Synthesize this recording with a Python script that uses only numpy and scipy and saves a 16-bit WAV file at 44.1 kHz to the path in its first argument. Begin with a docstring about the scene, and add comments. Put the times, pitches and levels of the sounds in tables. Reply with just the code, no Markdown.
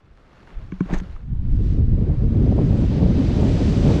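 """Wind buffets a microphone on a pole as a jumper steps off a cliff: noise bands whose level and pitch grow unevenly
with the speed of the eddies, topped by single slaps of pressure and a rising broad hiss of air.
Before and around the launch, dense grains rustle as cloth, small snaps ring, the pole knocks (hard ticks
and soft thumps through its resonances), and grains through fixed peaks scrape along it with a thin squeak."""
import sys
import numpy as np
from scipy import signal
from scipy.io import wavfile

SR = 44100
rng = np.random.default_rng(int(sys.argv[2]) if len(sys.argv) > 2 else 0)


def materialize(psi):
    """Save the field psi as 16-bit PCM at rate SR to the path in sys.argv[1].

    A 1-D psi becomes a single channel; in a 2-D psi each row is a channel.
    """
    bounded = np.clip(np.atleast_2d(psi).T, -1, 1)
    quanta = np.round(bounded * 32767).astype(np.int16)
    wavfile.write(sys.argv[1], SR, quanta)


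N = 176400  # length [samples]

# cloth dragged along the pole: (time [s], level [dB], brightness [dB per octave])
SCRAPE_CURVE = [(.84, -72, -9), (.87, -59.5, -4), (.9, -43, -16), (.915, -42.5, -6), (.93, -39, -2.5),
                (.942, -32.5, -1.5), (.955, -40, -2.5), (.97, -43, -3.5), (.987, -50, 3.5), (.995, -56, 0),
                (1.002, -39, -3.5), (1.012, -71, 3), (1.05, -70, -8)]
SILENT_DB = -120  # level of a curve outside its own span


def amp(db):
    """Gain of a dB value."""
    return 10 ** (np.asarray(db) / 20)


def rms_one(x):
    """Scale a sound to rms 1."""
    return x / np.sqrt(np.mean(x ** 2) + 1e-20)


def in_time(rows, before=None, after=None):
    """Draw each column of a curve with straight lines, one value per sample."""
    s, *columns = np.transpose(rows)
    return [np.interp(np.arange(N) / SR, s, column, before, after) for column in columns]


def at_hz(points, hz):
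    """Read a spectrum on a log-frequency axis."""
    point_hz, point_db = np.transpose(points)
    return np.interp(np.log(hz), np.log(point_hz), point_db)


def low_pass(x, hz):
    """Fourth-order low-pass."""
    return signal.sosfilt(signal.butter(4, hz, fs=SR, output="sos"), x)


def drift(rate_hz):
    """Slow random movement of spread 1: noise through two equal poles, made at every 40th sample."""
    step, settle = 40, 2000  # samples; the first slow values are dropped
    r = np.exp(-2 * np.pi * rate_hz * step / SR)
    noise = rng.standard_normal(N // step + settle + 2)
    slow = signal.lfilter([1], [1, -2 * r, r * r], noise)[settle:]
    return np.interp(np.arange(N) / step, np.arange(len(slow)), rms_one(slow))


def ring(clicks, hz, t60):
    """Resonance: a unit click starts a sine of height 1 that falls 60 dB in t60 seconds."""
    r, w = amp(-60 / (t60 * SR)), 2 * np.pi * hz / SR
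    return signal.lfilter([0, np.sin(w)], [1, -2 * r * np.cos(w), r * r], clicks + 1e-18)


def t60_of_width(width_hz):
    """Decay time of a resonance of the given bandwidth: the narrower, the longer."""
    return np.log(1000) / np.pi / width_hz


def narrow(x, hz, width_hz):
    """Pass a sound twice through one resonance; rms 1."""
    t60 = t60_of_width(width_hz)
    return rms_one(ring(ring(x, hz, t60), hz, t60))


def clicks_at(s, db):
    """Single-sample clicks of given level at given times."""
    out = np.zeros(N)
    out[(np.asarray(s) * SR).astype(int)] = amp(db)
    return out


def grains(per_s, spread_db):
    """Random clicks of uneven size and either sign; rms 1."""
    size_db = spread_db * np.minimum(rng.exponential(1, N), 5)
    sizes = amp(size_db) * rng.choice([-1, 1], N)
    return rms_one(sizes * (rng.random(N) < per_s / SR))


def bank(sources, low_hz, high_hz, gain_db, order=3):
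    """Third-octave bands, neighbours on unrelated sources, over the rms expected of the steady gains.

    gain_db(hz) gives a steady gain, levelled out overall, and a moving one that stays audible."""
    edges = low_hz * 2 ** np.arange(0, np.log2(high_hz / low_hz), 1 / 3)
    out, power = 0, 0
    for k, (low, high) in enumerate(zip(edges, edges[1:])):
        band_filter = signal.butter(order, [low, high], "band", fs=SR, output="sos")
        band = signal.sosfilt(band_filter, sources[k % 2])
        steady_db, moving_db = gain_db(np.sqrt(low * high))
        out = out + amp(steady_db + moving_db) * band
        power = power + amp(2 * steady_db) * (high - low) * 2.2 / SR
    return out / np.sqrt(power)


def buffeting():
    """Eddies sweep past the microphone: their speed slides a noise spectrum up, gusts swell and brighten it."""
    # course of the wind: (time [s], level [dB], relative eddy speed)
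    wind_curve = [(0, -38, 0.21), (.3, -53, 0.26), (.4, -48.5, 0.4), (.52, -52, 0.14), (.56, -30.5, 0.12),
                  (.6, -32, 0.33), (.7, -36.5, 0.44), (.78, -38, 0.14), (.85, -38.5, 0.21),
                  (.93, -19, 0.16), (1, -21.5, 0.1), (1.05, -33.5, 0.56), (1.12, -30, 0.24),
                  (1.18, -37, 0.32), (1.24, -32, 0.39), (1.3, -18, 0.32), (1.4, -22.5, 0.35),
                  (1.57, -16, 0.47), (1.7, -17, 0.53), (1.85, -16.5, 0.56), (2.08, -16, 0.59),
                  (2.175, -20.5, 0.64), (2.22, -16.5, 0.59), (2.4, -15.5, 0.68), (2.58, -15.5, 0.73),
                  (2.7, -15.5, 0.8), (2.85, -16.5, 0.77), (3.05, -13.5, 0.8), (3.26, -16.5, 0.82),
                  (3.42, -14.5, 0.88), (3.65, -16.5, 0.86), (3.88, -13.5, 0.94), (4, -17, 0.92)]
    # eddy spectrum at speed 1: (frequency [Hz], level [dB per Hz])
    eddy_spectrum = [(12, -15.5), (30, -6.5), (70, -0.5), (150, -4), (250, -7.5), (330, -11.5),
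                     (430, -18.5), (560, -22.5), (750, -30.5), (1100, -44.5), (2500, -80), (9000, -130)]
    # gusts and lulls that briefly change the eddy speed: (time [s], share of speed gained, length [s])
    speed_gusts = [(1.306, 0.087, 0.025), (1.613, 0.17, 0.05), (1.792, 0.21, 0.036), (2.024, 0.13, 0.034),
                   (2.102, 0.29, 0.024), (2.175, -0.35, 0.018), (2.233, 0.13, 0.046), (2.67, -0.092, .04),
                   (2.885, -0.15, 0.025), (3.134, -0.21, .02), (2.407, 0.23, 0.07), (2.522, 0.26, 0.019),
                   (2.606, .2, .05), (2.754, 0.27, 0.06), (2.832, 0.25, 0.044), (2.928, 0.25, 0.016),
                   (2.999, 0.14, 0.027), (3.042, 0.13, .05), (3.09, .15, 0.043), (3.192, 0.19, 0.048),
                   (3.293, 0.14, 0.022), (3.402, 0.28, 0.074), (3.493, .15, 0.02), (3.595, 0.35, 0.045),
                   (3.762, 0.063, .04), (3.87, 0.091, 0.028), (3.903, 0.26, 0.033), (3.958, 0.048, 0.024)]
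    gust_db, gust_hz = 0.46, 6.7  # level swing shared by all bands
    lump_db, lump_hz = 2.0, 25.4  # level swing of each band on its own
    full_swing_hz = 148           # lower bands swing less
    gust_wobble, quick_wobble, wobble_hz = 0.0108, 0.06, 22  # unrest of the log of eddy speed
    skew = .07                    # pressure peaks are sharper than troughs

    level_db, speed = in_time(wind_curve)
    gust, quick = drift(gust_hz), drift(wobble_hz)
    t = np.arange(N) / SR
    rush = 1
    for s, share, length_s in speed_gusts:
        rush = rush + share * np.exp(-2 * ((t - s) / length_s) ** 2)
    speed = np.clip(speed * rush, .05, 2)
    speed = speed * np.exp(gust_wobble * gust + quick_wobble * quick)

    def eddy_gain(hz):
        swing_db = gust_db * gust + lump_db * drift(lump_hz)
        return at_hz(eddy_spectrum, hz / speed), min(hz / full_swing_hz, 1) * swing_db

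    flow = bank(rng.standard_normal((2, N)), 11.86, 2000, eddy_gain)
    return amp(level_db) * (flow + skew * (flow ** 2 - 1))


def rustle():
    """Moving cloth: dense fine grains, coloured in bands that flicker independently."""
    # course of the cloth: (time [s], level [dB], brightness [dB per octave])
    cloth_curve = [(0, -56.5, -2), (.1, -58, -1.5), (.19, -56.5, -0.5), (.27, -55, -1), (.33, -51.5, -1),
                   (.4, -52.5, -0.5), (.5, -49, -1), (.56, -50, -1.5), (.62, -51.5, -0.5), (.7, -54, -0.5),
                   (.8, -52, 0), (.87, -45.5, -1), (.94, -34, -3.5), (1.02, -49, -0.5), (1.06, -49, -1),
                   (1.12, -51.5, 0), (1.2, -52, -1.5), (1.24, -61, 0.5), (1.35, -68, 2), (1.5, -84.5, 0)]
    # cloth spectrum: (frequency [Hz], level [dB per Hz])
    cloth_spectrum = [(100, 2), (200, 0), (450, -2.5), (800, -6), (1300, -6.5), (2400, -13.5), (3500, -18),
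                      (6600, -28.5), (9000, -37), (11000, -43), (13000, -46), (16000, -62)]
    grains_per_s, spread_db = 4900, 3
    patch_db, patch_hz = 1.2, 23  # flicker of each band

    level_db, tilt = in_time(cloth_curve, after=SILENT_DB)
    tilt = np.clip(tilt, -9, 9)
    cloth = [grains(grains_per_s, spread_db) for _ in range(2)]

    def cloth_gain(hz):
        steady_db = at_hz(cloth_spectrum, hz) + tilt * np.log2(hz / 1500)
        return steady_db, patch_db * drift(patch_hz)

    return amp(level_db) * bank(cloth, 111.7, 17000, cloth_gain)


def snaps():
    """Small snaps of buckles and cloth, plus one knock on the pole at 0.938 s that rings longest: each click
    rings one short resonance."""
    # snaps: (time [s], level [dB], pitch [Hz], 60 dB decay [s])
    snap_list = [(0.175, -44, 1670, .006), (0.174, -53, 4500, .002), (.331, -47, 1210, 0.016),
                 (.332, -60, 5800, .006), (.4315, -47, 2500, .006), (0.474, -40, 1510, 0.014),
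                 (0.505, -43, 2000, .008), (.543, -50, 2600, .01), (0.901, -39, 3500, .005),
                 (0.913, -31, 2350, 0.0054), (0.938, -25.5, 1776, 0.033), (.941, -34, 4200, .003),
                 (.964, -41, 2500, .003), (.987, -38, 6150, .006), (.997, -37, 1900, 0.013),
                 (1.001, -37, 3340, 0.003), (1.164, -36, 1220, 0.018)]
    rung = sum(ring(clicks_at([s], db), hz, ring_s) for s, db, hz, ring_s in snap_list)
    return low_pass(rung, 10500)


def ticks():
    """Hard contacts on the pole: clicks excite its high modes, most strongly near a centre pitch."""
    # contacts: (time [s], level [dB], centre of the modes struck [Hz])
    contacts = [(.7202, -35.5, 2280), (.722, -44, 1500), (0.8047, -37, 2190), (0.806, -31, 1340),
                (.856, -46, 1490), (.925, -46, 1800)]
    # high modes of the pole: (frequency [Hz], level [dB], 60 dB decay [s])
    high_modes = [(690, -23, .03), (855, -18, .03), (1060, 4.5, 0.031), (1480, 2.5, 0.018),
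                  (1700, -2.5, 0.016), (2260, -1, 0.016), (2750, -10, 0.014), (3150, -10, .01),
                  (4600, -11, .005), (6100, 5, .008)]
    reach_octaves = 0.83  # modes this far from the centre are 9 dB down
    strike_spread_db = 1  # change of colour from contact to contact

    s, tick_db, centre_hz = np.transpose(contacts)
    spread = strike_spread_db * rng.standard_normal((len(s), len(high_modes)))
    out = 0
    for k, (hz, db, t60) in enumerate(high_modes):
        off_centre_db = 9 * (np.log2(hz / centre_hz) / reach_octaves) ** 2
        struck_db = tick_db + db + spread[:, k] - np.minimum(off_centre_db, 22)
        out = out + (-1) ** k * ring(clicks_at(s, struck_db), hz, t60)
    return low_pass(out, 7000)


def thumps():
    """Soft pushes ring the low modes of the pole, which the scrape also shakes with noise."""
    # knocks: (time [s], level [dB], hardness [dB per octave])
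    knock_list = [(0.72, -21.5, -1), (0.8043, -11, 0), (0.855, -30.5, 0), (0.902, -25.5, -3),
                  (0.9246, -12, -8), (0.938, -26, 12), (1.012, -23, -13)]
    # low modes of the pole: (frequency [Hz], level [dB], 60 dB decay [s])
    low_modes = [(186.3, -1.5, 0.13), (258, -18.5, 0.047), (289, 1, 0.023), (385, -5.5, 0.02)]
    # band that the mount passes on: low and high edge [Hz]
    mount_band = [90, 480]
    lag_s, soft_s = 0.00334, .001       # delay after the listed time; softness of the push
    counter_db, lead_s = -4.5, 0.0018   # a weaker opposite push comes just before each thump
    shake_db = -19.5                    # noise relative to the scrape curve

    s, thump_db, hard = np.transpose(knock_list)
    soft = np.hanning(int(2 * soft_s * SR) + 3)
    soft = soft / soft.sum()
    scrape_db, _ = in_time(SCRAPE_CURVE, before=SILENT_DB, after=SILENT_DB)
    shake = amp(shake_db + scrape_db) * rng.standard_normal(N)
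    out = 0
    for hz, db, t60 in low_modes:
        push_db = thump_db + hard * np.log2(hz / low_modes[0][0])
        push = clicks_at(s + lag_s, push_db)
        push = push - clicks_at(s + lag_s - lead_s, push_db + counter_db)
        out = out + amp(db) * ring(np.convolve(push + shake, soft)[:N], hz, t60)
    return signal.sosfilt(signal.butter(2, mount_band, "band", fs=SR, output="sos"), out)


def scrape(grit):
    """Cloth dragged along the pole: gritty grains pass through parallel resonances of alternating sign."""
    # resonances: (frequency [Hz], width [Hz], level [dB])
    scrape_peaks = [(720, 280, -4.5), (1120, 290, -5), (1800, 500, -3), (2720, 1100, -7.5), (3900, 890, -8),
                    (5100, 1600, -12), (6360, 520, -9.5), (8150, 570, -24.5)]
    level_db, tilt = in_time(SCRAPE_CURVE, before=SILENT_DB, after=SILENT_DB)
    tilt = np.clip(tilt, -9, 9)
    out = 0
    for k, (hz, width_hz, db) in enumerate(scrape_peaks):
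        peak = rms_one(ring(grit, hz, t60_of_width(width_hz)))
        out = out + (-1) ** k * amp(level_db + db + tilt * np.log2(hz / 1500)) * peak
    return low_pass(out, 10500)


def squeak(grit):
    """Thin top of the scrape: the same grains in a high band, sharpening to a narrow whistle."""
    # course of the squeak: (time [s], level [dB], whistle over squeak [dB])
    squeak_curve = [(0.86, -85, -12), (0.884, -102, -12), (0.904, -74, -10), (0.912, -84, -12),
                    (0.932, -79, -12), (0.96, -80, -6), (0.978, -72, 4), (0.99, -82, 6), (1.002, -84, 6),
                    (1.015, -100, 0), (1.03, -108, 0)]
    squeak_db, whistle_db = in_time(squeak_curve, before=SILENT_DB, after=SILENT_DB)
    broad = narrow(grit, hz=12500, width_hz=2000)
    whistle = narrow(grit, hz=13800, width_hz=400)
    return amp(squeak_db) * (broad + amp(whistle_db) * whistle)


def hiss():
    """Air rushing past helmet and suit: smooth noise bands whose spectrum stretches and tilts."""
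    # course of the air: (time [s], level [dB], brightness [dB per octave], stretch of the spectrum)
    air_curve = [(1.1, -89, 1, 0.55), (1.22, -69, -6, .7), (1.3, -58.5, -6, 0.72), (1.42, -56.5, -5, 0.73),
                 (1.53, -54, -4.5, 0.92), (1.71, -52, -2.5, 1), (1.82, -55, -4, 0.8), (2.1, -49, -6, 0.88),
                 (2.31, -49.5, -5, 0.91), (2.44, -45.5, -5.5, 0.91), (2.6, -45.5, -4, 0.92),
                 (2.76, -45.5, -3, 0.88), (2.91, -43.5, -1.5, 0.83), (3.04, -44, -1.5, 0.83),
                 (3.4, -40.5, -1, 0.85), (3.7, -39, -1, 0.96), (3.92, -37, -1.5, 1.0), (4, -36, -3, 1.0)]
    # air spectrum: (frequency [Hz], level [dB per Hz])
    air_spectrum = [(250, -19.5), (600, -5), (1000, -4.5), (1800, -5.5), (3000, -6.5), (5400, -9),
                    (7000, -15), (8200, -16.5), (9300, -39.5), (11500, -34.5), (13000, -52), (14500, -61.5),
                    (20000, -76)]
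    shared_db, shared_hz = 0.35, 6.3  # flicker of all bands together
    band_db, band_hz = 0.77, 25       # flicker of each band on its own

    level_db, tilt, stretch = in_time(air_curve)
    stretch = np.clip(stretch, .3, 2)
    shared = drift(shared_hz)

    def air_gain(hz):
        steady_db = at_hz(air_spectrum, hz / stretch) + tilt * np.log2(hz / 2000)
        return steady_db, shared_db * shared + band_db * drift(band_hz)

    return amp(level_db) * bank(rng.standard_normal((2, N)), 245.7, 17000, air_gain, order=2)


def slaps():
    """Sharp eddies slap the microphone port: each a narrow pressure peak between two shallow troughs."""
    # slaps: (time [s], level of the brightest part [dB], length [s])
    slap_list = [(2.105, -39, 0.0016), (2.417, -20, 0.003), (2.523, -18, 0.0023), (2.544, -30, 0.0054),
                 (2.58, -21, 0.0021), (2.588, -22, 0.00163), (2.591, -15, 0.0037), (2.981, -22.5, 0.0021),
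                 (3, -27, 0.0026), (3.43, -24, 0.0017), (3.499, -17, 0.00333), (3.655, -33, 0.0021),
                 (3.852, -15, 0.0024), (3.889, -17.5, 0.0028), (3.961, -24, 0.002)]
    whole_over_bright_db = 4.5  # whole pulse over its brightest part
    t = np.arange(N) / SR
    out = 0
    for s, db, length_s in slap_list:
        u = (t - s - length_s) / (length_s / 4)  # the peak comes one length after the listed time
        out = out + amp(db + whole_over_bright_db) * (1 - u ** 2) * np.exp(-u ** 2 / 2)
    return out


def scene():
    """Sum all sources at one microphone; scrape and squeak share their grains."""
    grit = grains(per_s=2500, spread_db=2.5)
    wind = buffeting() + hiss() + slaps()
    handling = rustle() + snaps() + ticks() + thumps() + scrape(grit) + squeak(grit)
    return (wind + handling)[None]


def record(dry):
    """Round peaks off firmly, cut the top steeply and fade the last few milliseconds."""
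    limit, cutoff_hz, fade_s = .6, 14250, .003  # limit in full scale
    rounded = dry / (1 + (dry / limit) ** 4) ** .25
    top_cut = signal.ellip(12, .5, 70, cutoff_hz, fs=SR, output="sos")
    left_s = np.arange(N)[::-1] / SR
    fade = np.sin(np.pi / 2 * np.clip(left_s / fade_s, 0, 1)) ** 2
    return fade * signal.sosfilt(top_cut, rounded)


dry = scene()
out = record(dry)
materialize(out)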